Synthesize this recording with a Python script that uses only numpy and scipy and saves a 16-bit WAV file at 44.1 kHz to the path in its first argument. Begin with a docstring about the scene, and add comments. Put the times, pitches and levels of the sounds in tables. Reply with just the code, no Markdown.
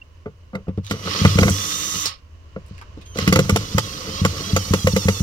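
"""A cordless drill-driver works a screw in a carpeted board in a car trunk, in two bursts.
Its gears whine and rattle, its cooling air hisses, and its speed control whistles as the trigger is
squeezed. When the bit slips out of the screw head the board thuds; when it snaps back in, it drags the
racing motor down. The first burst ends with the drill spinning free. Small ticks, a squeak and a scrape
come in between, the trunk adds a short dull echo, and the street rumbles behind it all."""
import sys
import numpy as np
from scipy import signal
from scipy.fft import rfft, irfft, next_fast_len
from scipy.io import wavfile
from scipy.ndimage import uniform_filter1d

SR = 44100
rng = np.random.default_rng(int(sys.argv[2]) if len(sys.argv) > 2 else 0)


def to_wav(sig):
    """Store sig (one row per channel, or 1-D mono) as 16-bit WAV at the path in sys.argv[1].

    Samples outside -1..1 are clipped; the rate is SR.
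    """
    pcm = np.clip(np.atleast_2d(sig), -1, 1) * 32767
    pcm = np.round(pcm).astype(np.int16)
    wavfile.write(sys.argv[1], SR, pcm.T)  # frames by channels


N = 230307
TIME = np.arange(N) / SR


def from_db(db):
    """Turn decibels into a number to multiply by."""
    return 10 ** (np.asarray(db) / 20)

def rms_one(x):
    """Scale a signal so that its average strength (rms) is 1."""
    return x / np.sqrt(np.mean(x ** 2) + 1e-20)

def in_time(tables, fade_s):
    """Join timed rows into smooth curves, plus a gate that is 1 during each table and fades outside."""
    times, *columns = np.transpose(np.vstack(tables))
    spans = [(rows[0][0], rows[-1][0]) for rows in tables]
    gate = sum(np.interp(TIME, [a - fade_s, a, b, b + fade_s], [0, 1, 1, 0]) for a, b in spans)
    return [np.interp(TIME, times, column) for column in columns] + [np.minimum(gate, 1)]

def since(events):
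    """Seconds since the latest event."""
    starts = np.r_[-1., [row[0] for row in events]]
    return TIME - starts[np.searchsorted(starts, TIME, "right") - 1]

def at_hz(points, hz):
    """Look up the level at a frequency, between rows of Hz and dB."""
    points_hz, points_db = np.transpose(points)
    return np.interp(np.log(hz + 1), np.log(points_hz + 1), points_db)

def colour(x, points, scale=1, lag=0.):
    """Filter by rows of Hz and dB (the dB times scale), and delay by lag samples."""
    size = next_fast_len(N + 8192, True) // 2 * 2
    hz = np.arange(size // 2 + 1) * SR / size
    cepstrum = irfft(scale * at_hz(points, hz) * np.log(10) / 20, size)
    cepstrum[1:size // 2] *= 2   # folded so that the filter never rings ahead of the sound
    cepstrum[size // 2 + 1:] = 0
    response = np.exp(rfft(cepstrum) - 2j * np.pi * hz * lag / SR)
    return irfft(rfft(x, size) * response, size)[..., :N]

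def drift(rate_hz):
    """A random wander about 1 in size; a higher rate wanders faster."""
    pole = np.exp(-80 * np.pi * rate_hz / SR)
    noise = rng.standard_normal(N // 40 + 2002)
    slow = signal.lfilter([1], [1, -2 * pole, pole * pole], noise)[2000:]
    return np.interp(np.arange(N) / 40, np.arange(len(slow)), rms_one(slow))

def ring(force, hz, t60):
    """One ringing tone set off by a force. The fade time t60 is the seconds it takes to drop 60 dB."""
    decay, angle = from_db(-60 / (t60 * SR)), 2 * np.pi * hz / SR
    return signal.lfilter([0, np.sin(angle)], [1, -2 * decay * np.cos(angle), decay ** 2], force + 1e-18)

def add(out, start_s, piece):
    """Mix a short sound in at its start time."""
    i = round(start_s * SR)
    out[i:i + len(piece)] += piece[:N - i]

def burst(t60, rise_s):
    """A puff of noise that swells quickly and dies away."""
    t = TIME[:4096]
    return rng.standard_normal(4096) * from_db(-60 * t / t60) * np.minimum(t / rise_s, 1) ** 2

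def tuned_burst(hz, t60, q, rise_s):
    """A puff of noise centred on a pitch; a higher q makes the pitch clearer."""
    return signal.lfilter(*signal.iirpeak(hz, q, SR), burst(t60, rise_s))

DRILL_LAG, BOARD_LAG = 16.87, 10.02   # samples by which the right side hears each one later
def stereo(x, lag):
    """One sound that reaches the left side first and the right side lag samples later."""
    return np.array([x, colour(x, [(0, 0)], lag=lag)])

def spread_noise(spectrum, grain_db, scattered_share=.75):
    """Grainy noise from the drill: some arrives directly, the rest is scattered and differs per side."""
    grain = from_db(grain_db * drift(190))
    direct = stereo(rng.standard_normal(N) * grain, DRILL_LAG)
    scattered = rng.standard_normal((2, N)) * grain
    mix = np.sqrt(1 - scattered_share) * direct + np.sqrt(scattered_share) * scattered
    return rms_one(colour(mix, spectrum))


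# The tone of the street. Each row: frequency in Hz, level in dB.
STREET_COLOUR = [(12, -21), (20, -11), (53, -10), (83, 1), (104, -16.5), (198, -27.5), (607, -28.5),
                 (780, -40), (1090, -26), (1220, -35.5), (2390, -39), (2990, -33.5), (3250, -44.5),
                 (6360, -46), (16000, -94)]
# How loud the street is. Each row: time in seconds, level in dB.
STREET_LEVELS = [(0, -46.5), (.8, -46), (2.3, -46), (2.6, -41), (2.8, -39.5), (3, -39.5), (5.22, -37.5)]
# How alike left and right are. Each row: frequency in Hz, likeness (1 is the same, 0 is unrelated).
STREET_LIKENESS = [(60, 0.95), (240, 0.86), (950, -0.055), (3770, -0.00079), (15000, 0.32)]
def street():
    """Street noise around the open trunk: alike on both sides in the bass, mostly unrelated higher up."""
    shared, opposed = rng.standard_normal((2, N))
    shared = colour(shared, [(hz, 10 * np.log10(1 + alike)) for hz, alike in STREET_LIKENESS])
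    opposed = colour(opposed, [(hz, 10 * np.log10(1 - alike)) for hz, alike in STREET_LIKENESS])
    pair = np.array([shared + opposed, shared - opposed])
    level_db, _ = in_time([STREET_LEVELS], fade_s=.1)
    return from_db(level_db + .5 * drift(8.5)) * rms_one(colour(pair, STREET_COLOUR))

def trunk_echo(x, t60=.085, carpet_hz=5100):
    """Sound bounces along six paths a side, and the carpet dulls it on every round."""
    size = next_fast_len(N + SR // 2, True)
    phase_step = 2j * np.pi * np.arange(size // 2 + 1) / size
    dull = 1 / (1 + phase_step * SR / (2 * np.pi * carpet_hz))
    lags = rng.uniform(.004, .016, 12) * SR
    loops = [from_db(-60 * lag / SR / t60) * dull * np.exp(-phase_step * lag) for lag in lags]
    tails = [sum(g / (1 - g) * (-1) ** k for k, g in enumerate(loops[side::2])) for side in (0, 1)]
    return irfft(rfft(x, size) * np.array(tails), size)[:, :N]

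# The squeak. In order: start in seconds, pitch in Hz, level in dB, length in seconds.
SQUEAK = (.014, 2760, -35, .014)
def squeak():
    """One brief, high tone that swells and fades."""
    start, hz, db, length = SQUEAK
    out, t = np.zeros(N), TIME[:round(length * SR)]
    add(out, start, from_db(db) * np.sin(np.pi * t / length) * np.sin(2 * np.pi * hz * t))
    return out

# The scrape. In order: start, loudest moment and end in seconds, then level in dB.
SCRAPE = (2.62, 2.8, 2.86, -57)
# The tone of the scrape. Each row: frequency in Hz, level in dB.
SCRAPE_COLOUR = [(1200, -25), (2450, 0), (3300, -8), (4600, -3), (7000, -14), (12000, -35)]
def bit_scrape():
    """The bit rubs over the screw head, feeling for its grip."""
    *times, db = SCRAPE
    return from_db(db) * np.interp(TIME, times, [0, 1, 0]) * spread_noise(SCRAPE_COLOUR, grain_db=3)

# Small clicks. Each row: start in seconds, level in dB, pitch in Hz, fade time in seconds.
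TICKS = [(0.683, -32, 2580, 0.016), (0.774, -32, 3000, 0.017), (0.83, -47, 3590, 0.025),
         (0.845, -25, 3330, 0.019), (0.865, -16, 3170, 0.015), (0.897, -26, 4040, 0.15),
         (1.497, -8.5, 8100, 0.015), (2.054, -12, 4900, 0.12), (2.057, -1.5, 5340, 0.014),
         (2.662, -44, 8000, 0.022), (2.682, -38, 7450, 0.013), (2.779, -24.5, 2020, 0.023),
         (2.813, -17, 1340, 0.018), (2.824, -42, 3400, 0.021), (2.975, -42, 4000, 0.018),
         (3.012, -35, 3000, 0.074), (3.061, -33, 2930, 0.028), (3.172, -10.5, 4230, 0.017)]
def ticks():
    """The trigger, the brake and the plastic shell click, each with a rough pitch."""
    out = np.zeros(N)
    for start, db, hz, t60 in TICKS:
        add(out, start, from_db(db) * tuned_burst(hz, t60, q=2.4, rise_s=.0011))
    return out

# The tone of the tool's shaking. Each row: frequency in Hz, level in dB.
SHAKE_COLOUR = [(60, -16), (100, -8.5), (190, -10.5), (300, -1.5), (500, -7.5), (1200, -6), (2500, -5)]
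def tool_shake(level_db):
    """The uneven force with which the running tool shakes the board."""
    return from_db(level_db + 3.15 * drift(28)) * colour(rng.standard_normal(N), SHAKE_COLOUR)

# Rattly knocks. Each row: start in seconds, level in dB, pitch in Hz, fade time in seconds.
KNOCKS = [(0.257, -41.5, 435, 0.081), (0.53, -47, 380, 0.19), (.546, -48, 610, 0.13),
          (.668, -56, 496, 0.055), (.68, -41, 248, 0.091), (.777, -39.5, 275, 0.049),
          (1.074, -34, 876, 0.038), (2.053, -43.5, 1280, 0.083), (2.56, -40, 523, 0.051),
          (2.972, -51, 257, 0.067), (3.155, -44.5, 440, 0.15)]
def knocks():
    """The force of the tool and bit knocking against the board."""
    force = np.zeros(N)
    for start, db, hz, t60 in KNOCKS:
        add(force, start, from_db(db) * tuned_burst(hz, t60, q=.9, rise_s=.0016))
    return force

# Soft blows. Each row: start in seconds, level in dB, hardness in Hz (higher is sharper).
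THUDS = [(.681, -17, 408), (0.777, -16.5, 475), (1.216, -7, 278), (1.356, -5.5, 251.6), (1.418, -3, 259),
         (1.455, -5.5, 250), (1.506, -6.5, 194), (1.958, -26, 312), (2.71, -28.5, 308), (3.223, -13.5, 198),
         (3.294, -7, 255), (3.457, -14.5, 191), (3.524, -2.5, 190), (3.748, -7.5, 250),
         (4.216, -7.5, 243.5), (4.532, -5, 220), (4.708, -6.5, 232), (4.845, -6, 229), (4.935, -7.5, 240.7),
         (5.055, -7.5, 256), (5.205, -6.5, 240)]
def thuds():
    """The push on the board when the bit slips off or the tool is set down."""
    force, t = np.zeros(N), TIME[:1024]
    for start, db, hardness_hz in THUDS:
        push = t * t * np.exp(-2 * np.pi * .99 * hardness_hz * t)   # a softer contact lasts longer
        add(force, start, from_db(db) * push / push.sum())
    return force

# Snaps of the bit. Each row: time in seconds, level in dB, extra dB for the crack, extra dB for the clack.
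SNAPS = [(0.553, -25, -19, -11), (0.911, -16.5, -1.5, -5), (1.251, -6, -13.5, 0.5), (1.387, -6.5, -10, -22),
         (1.432, -9, -11, -23), (1.482, -13, -29, -2), (3.187, -17, -3, -43.5), (3.277, -10.5, -0.5, -13),
         (3.326, -9, 1, -3), (3.359, -7, -4.5, -3), (3.391, -7, -4, -24), (3.495, -12.5, 1, 0.5),
         (3.561, -11, 0.5, 1), (3.782, -12.5, 3, 5), (4.25, -11.5, -0.5, 5.5), (4.564, -13.5, 3, 4),
         (4.737, -10, -2, -5), (4.872, -8, -6, -12), (4.964, -12.5, -1.5, -11), (5.085, -9.5, -5, -6.5)]
# The tones of the bit's chatter and of its crack. Each row: frequency in Hz, level in dB.
CHATTER_COLOUR = [(80, -3.5), (200, -1.5), (330, 1), (500, 5), (800, 1.5), (1300, -0.5), (2200, 7)]
CRACK_COLOUR = [(880, -58), (1500, -39), (2970, -6.5), (3780, -12.5), (4610, -9), (7320, -7), (8260, -17),
                (15200, -15), (16500, -47)]
def bit_snaps():
    """The bit snaps into the screw: chatter and a steel clack push the board, and a crack hits the air."""
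    chatter, clack, crack = np.zeros((3, N))
    for s, db, crack_db, clack_db in SNAPS:
        add(chatter, s - .003, from_db(db - 17.5) * burst(.038, rise_s=.0028))
        steel = tuned_burst(hz=1256, t60=.035, q=2.5, rise_s=.0052)
        add(clack, s - .002, from_db(db + clack_db - 8.5) * steel)
        sharp = burst(.017, rise_s=.0035) + from_db(-20) * burst(.025, rise_s=.002)
        add(crack, s - .002, from_db(db + crack_db + 6) * sharp)
    filter_gain = np.sqrt(np.mean(from_db(at_hz(CRACK_COLOUR, np.linspace(0, SR / 2, 200))) ** 2))
    return clack + colour(chatter, CHATTER_COLOUR), colour(crack, CRACK_COLOUR) / filter_gain

# The tones of the board and trunk floor. Each row: pitch in Hz, level in dB, fade time in seconds.
BOARD_TONES = [(79.3, -34, 0.04), (96.5, -2.5, 0.35), (108.5, -5, 0.29), (149, -5, 0.17), (190, 4.5, 0.069),
               (297, -2, 0.031), (449, -2, 0.035), (507.6, -5.5, 0.048), (688, -11.5, 0.025),
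               (884.5, -14, 0.035), (1164, -3, 0.012), (1332, -5.5, 0.012), (1388, -19, 0.034),
               (2000, -0.5, 0.0065)]
def board(force, low_cut_hz=112.3):
    """Every force rings the same tones in the wood; very slow motion pushes little air."""
    wood = sum(from_db(db) * ring(force, hz, t60) for hz, db, t60 in BOARD_TONES)
    return signal.sosfilt(signal.butter(2, low_cut_hz, "high", fs=SR, output="sos"), wood)

# Trigger squeezes. Each row: first touch, firm press and end of the whistle, all in seconds.
SQUEEZES = [(.85, .87, 1.06), (3.06, 3.12, 3.16)]
# The whistle's first four harmonics (whole multiples of its pitch). Each entry: level in dB.
WHISTLE_HARMONICS_DB = [-2, 3, -10, -18]
def trigger_whistle(touch_hz=3195, pressed_hz=2935, touch_db=-52.5, pressed_db=-48.5, slide_s=.025):
    """The motor coils whistle at the speed control's switching rate, which drops as the trigger goes in."""
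    out = np.zeros(N)
    for touch, press, end in SQUEEZES:
        lightness = np.exp(-np.maximum(TIME - press, 0) / slide_s)
        hz = pressed_hz + (touch_hz - pressed_hz) * lightness
        phase = 2 * np.pi * np.cumsum(hz * (1 + .002 * drift(80))) / SR
        tone = sum(from_db(db) * np.sin(k * phase) for k, db in enumerate(WHISTLE_HARMONICS_DB, 1))
        gate = np.interp(TIME, [touch - .012, touch, end, end + .012], [0, 1, 1, 0])
        out += from_db(pressed_db + (touch_db - pressed_db) * lightness) * gate * tone
    return out

# The tone of the cooling air. Each row: frequency in Hz, level in dB.
AIR_COLOUR = [(2940, -41), (5000, -26), (5720, 6), (8410, -10), (14000, -11.5), (15200, -11), (16300, -30),
              (16500, -78)]
def cooling_air(mesh_hz, first_burst, db_per_octave=8):
    """Cooling air hisses, louder as the motor speeds up, and set higher in the first burst."""
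    level_db = np.where(first_burst, -29.5, -34.5) + db_per_octave * np.log2(mesh_hz / FREE_HZ)
    return from_db(level_db + .21 * drift(40)) * spread_noise(AIR_COLOUR, grain_db=.5)

# Strain on the tool, one list per burst. Each row: time in seconds, rattle in dB, board shake in dB.
LOAD = [
    [(.84, -56, -99), (.92, -46, -53), (1.03, -39, -61), (1.07, -31, -47.5), (1.14, -26, -51),
     (1.36, -30, -51.5), (1.41, -32.5, -36.5), (1.55, -32, -54.5), (1.9, -31.5, -63.5), (1.99, -32, -57),
     (2.045, -30.5, -91)],
    [(3.155, -42, -63), (3.22, -30, -56), (3.3, -30.5, -44), (3.315, -40, -49.5), (3.385, -39, -43),
     (3.45, -40, -51.5), (3.55, -39.5, -55), (3.6, -39.5, -55), (3.81, -39.5, -58.5), (3.97, -38, -53),
     (4.2, -36, -57), (4.4, -36.5, -53.5), (4.7, -36.5, -59.5), (5.22, -39.5, -55)],
]
def strain():
    """How hard the working tool rattles and shakes; after the first burst the gears coast to a stop."""
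    rattle_db, shake_db, running = in_time(LOAD, fade_s=.015)
    first_burst = TIME < LOAD[1][0][0] - .1
    coast_db = LOAD[0][-1][1] - 1505 * (TIME - BRAKE_S) ** 2   # dies away ever faster
    coast = first_burst * (TIME > BRAKE_S - .02) * from_db(coast_db)
    return np.maximum(from_db(rattle_db) * running, coast), shake_db, running, first_burst

# The tone of the clatter. Each row: frequency in Hz, level in dB.
RATTLE_COLOUR = [(350, -53), (600, -10), (933, -6.5), (1010, -7.5), (1140, 5.5), (1700, -3.5), (1990, 0),
                 (2710, -3.5), (2960, 1.5), (3470, 1), (5410, -2), (8310, -26), (9000, -18.5), (11700, -55),
                 (19800, -120)]
# The tones of the drill's shell. Each row: pitch in Hz, level in dB, fade time in seconds.
SHELL_TONES = [(530, -6, .04), (1120, -1, .035), (1290, 0, .03), (2050, -9, .02), (2950, -3, .018),
               (3300, -6, .02), (4600, -6, .012), (5400, -2, .012)]
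def gear_rattle(gain):
    """Loose gear teeth clatter and set the shell ringing."""
    flicker = from_db(.8 * drift(15))
    clatter = spread_noise(RATTLE_COLOUR, grain_db=2)
    shell = sum(from_db(db) * rms_one(ring(clatter, hz, t60)) for hz, db, t60 in SHELL_TONES)
    return gain * flicker * rms_one(clatter + from_db(-9.5) * shell)

FREE_S, BRAKE_S = 1.52, 2.05   # the screw is out; the trigger is let go
FREE_HZ = 924   # the mesh rate (how often gear teeth meet) that the motor heads for with no load
# The motor under load, one list per burst. Each row: time in seconds, mesh rate in Hz, whine in dB.
SPEED = [
    [(.82, 40, -77), (1.01, 171.4, -46), (1.1, 381.7, -45), (1.22, 568, -32.5), (1.36, 562, -38.5),
     (1.41, 701, -26), (1.52, 818, -50)],
    [(3.14, 238, -60), (3.22, 505, -47), (3.58, 505, -42), (3.69, 480, -48), (3.74, 522, -41.5),
     (3.93, 542.4, -46), (4.05, 493.6, -44.5), (4.21, 554.6, -38), (4.36, 577, -44.5), (4.45, 651, -37.5),
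     (4.53, 677, -38.5), (4.65, 743, -39), (4.82, 808, -39), (4.93, 856, -34), (5.22, 867, -39)],
]
def motor(drag_s=.024, settle_s=.02, run_up_s=.12, ease_s=.03):
    """The motor is racing at each snap and gets dragged down; with the screw out it runs up freely."""
    loaded_hz, whine_db, loaded = in_time(SPEED, fade_s=.009)
    since_snap = since(SNAPS)
    race = np.exp(-np.maximum(since_snap, settle_s) / drag_s)
    race_hz = 324.5 * race * np.sqrt(loaded_hz / FREE_HZ)
    gripping = (since_snap > settle_s) & (since_snap < since(THUDS))   # from a snap to the next slip
    free = np.interp(TIME, [FREE_S - .008, FREE_S, BRAKE_S, BRAKE_S + .008], [0, 1, 1, 0])
    run_up_hz = FREE_HZ - (FREE_HZ - SPEED[0][-1][1]) * np.exp(-np.maximum(TIME - FREE_S, 0) / run_up_s)
    sag_hz = 38 * np.exp(np.minimum(TIME - BRAKE_S, 0) / ease_s)   # the trigger eases off
    mesh_hz = np.where(free > 0, run_up_hz - sag_hz, loaded_hz + race_hz)
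    return mesh_hz, whine_db, loaded * uniform_filter1d(gripping * 1., size=400), free

# How the shell colours the whine. Each row: frequency in Hz, level in dB.
WHINE_COLOUR = [(540, -2), (800, -13), (1120, 0), (1700, -24), (2400, -13), (3100, -1), (3700, -4),
                (4400, 0), (5400, -1), (6200, -10), (9000, -22)]
# The tones of the free spin. Each entry: a multiple of the mesh rate (1/3 is the motor's own turning).
SPIN_MULTIPLES = [1 / 3, 3, 4, 6, 19 / 3, 7, 8, 10]
# Their strengths, in the same order. Each entry: level in dB.
SPIN_LEVELS_DB = [-4, -16, 5, -4, 3, 7, 0, -12]
def gear_whine(mesh_hz, whine_db, loaded, free, wobble=.8, spin_db=-40):
    """Gear teeth meeting under load make wavering harmonics; spinning free, a few tones stand out."""
    phase = 2 * np.pi * np.cumsum(mesh_hz * (1 + .003 * drift(25) + .009 * drift(250))) / SR
    mesh = np.zeros(N)
    for k in range(1, 15):
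        mesh += from_db(at_hz(WHINE_COLOUR, k * mesh_hz) + 4 * drift(40)) * np.sin(k * phase + k * k)
    slowness = np.clip(1 - mesh_hz / FREE_HZ, 0, 1)
    mesh *= 1 + wobble * slowness * np.cos(phase / 3)   # near a stall it swells once per motor turn
    spin_phase = 2 * np.pi * np.cumsum(mesh_hz * (1 + .001 * drift(40) + .002 * drift(250))) / SR
    spin = sum(from_db(db + 2.5 * drift(20)) * np.sin(k * spin_phase)
               for k, db in zip(SPIN_MULTIPLES, SPIN_LEVELS_DB))
    return from_db(whine_db) * loaded * mesh + from_db(spin_db) * free * spin

# How much louder the left side is than the right. Each row: frequency in Hz, difference in dB.
LEFT_OVER_RIGHT = [(60, -1.0), (110, -0.5), (200, 0.5), (380, 1.0), (700, -0.5), (1290, -2.5), (2380, -4.5),
                   (4400, -10.0), (8120, -5.5), (15000, -4.5)]
def scene():
    """Mix the drill and the board in stereo, with the trunk's echo and the street around them."""
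    mesh_hz, whine_db, loaded, free = motor()
    rattle_gain, shake_db, running, first_burst = strain()
    gears = gear_rattle(rattle_gain)
    air = running * cooling_air(mesh_hz, first_burst)
    force = running * tool_shake(shake_db) + thuds() + knocks()
    snap_force, crack = bit_snaps()
    wood = board(force + snap_force)
    clicks = ticks() + crack
    tones = gear_whine(mesh_hz, whine_db, loaded, free) + trigger_whistle() + squeak()
    echoes = trunk_echo(clicks + from_db(-20.5) * wood)
    drill = stereo(clicks + tones, DRILL_LAG) + gears + air + bit_scrape()
    left, right = drill + stereo(wood, BOARD_LAG) + echoes + street()
    return np.array([colour(left, LEFT_OVER_RIGHT, scale=.5), colour(right, LEFT_OVER_RIGHT, scale=-.5)])

def record(dry, hiss_db=-74.5, cutoff_hz=16830):
    """The microphones hiss faintly, loud peaks are rounded off, and the highest treble is cut."""
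    hissy = dry + from_db(hiss_db) * rng.standard_normal((2, N))
    rounded = 1.1 * np.tanh(hissy / 1.1)
    return signal.sosfilt(signal.cheby2(20, 70, cutoff_hz, fs=SR, output="sos"), rounded)


dry = scene()
out = record(dry)
to_wav(out)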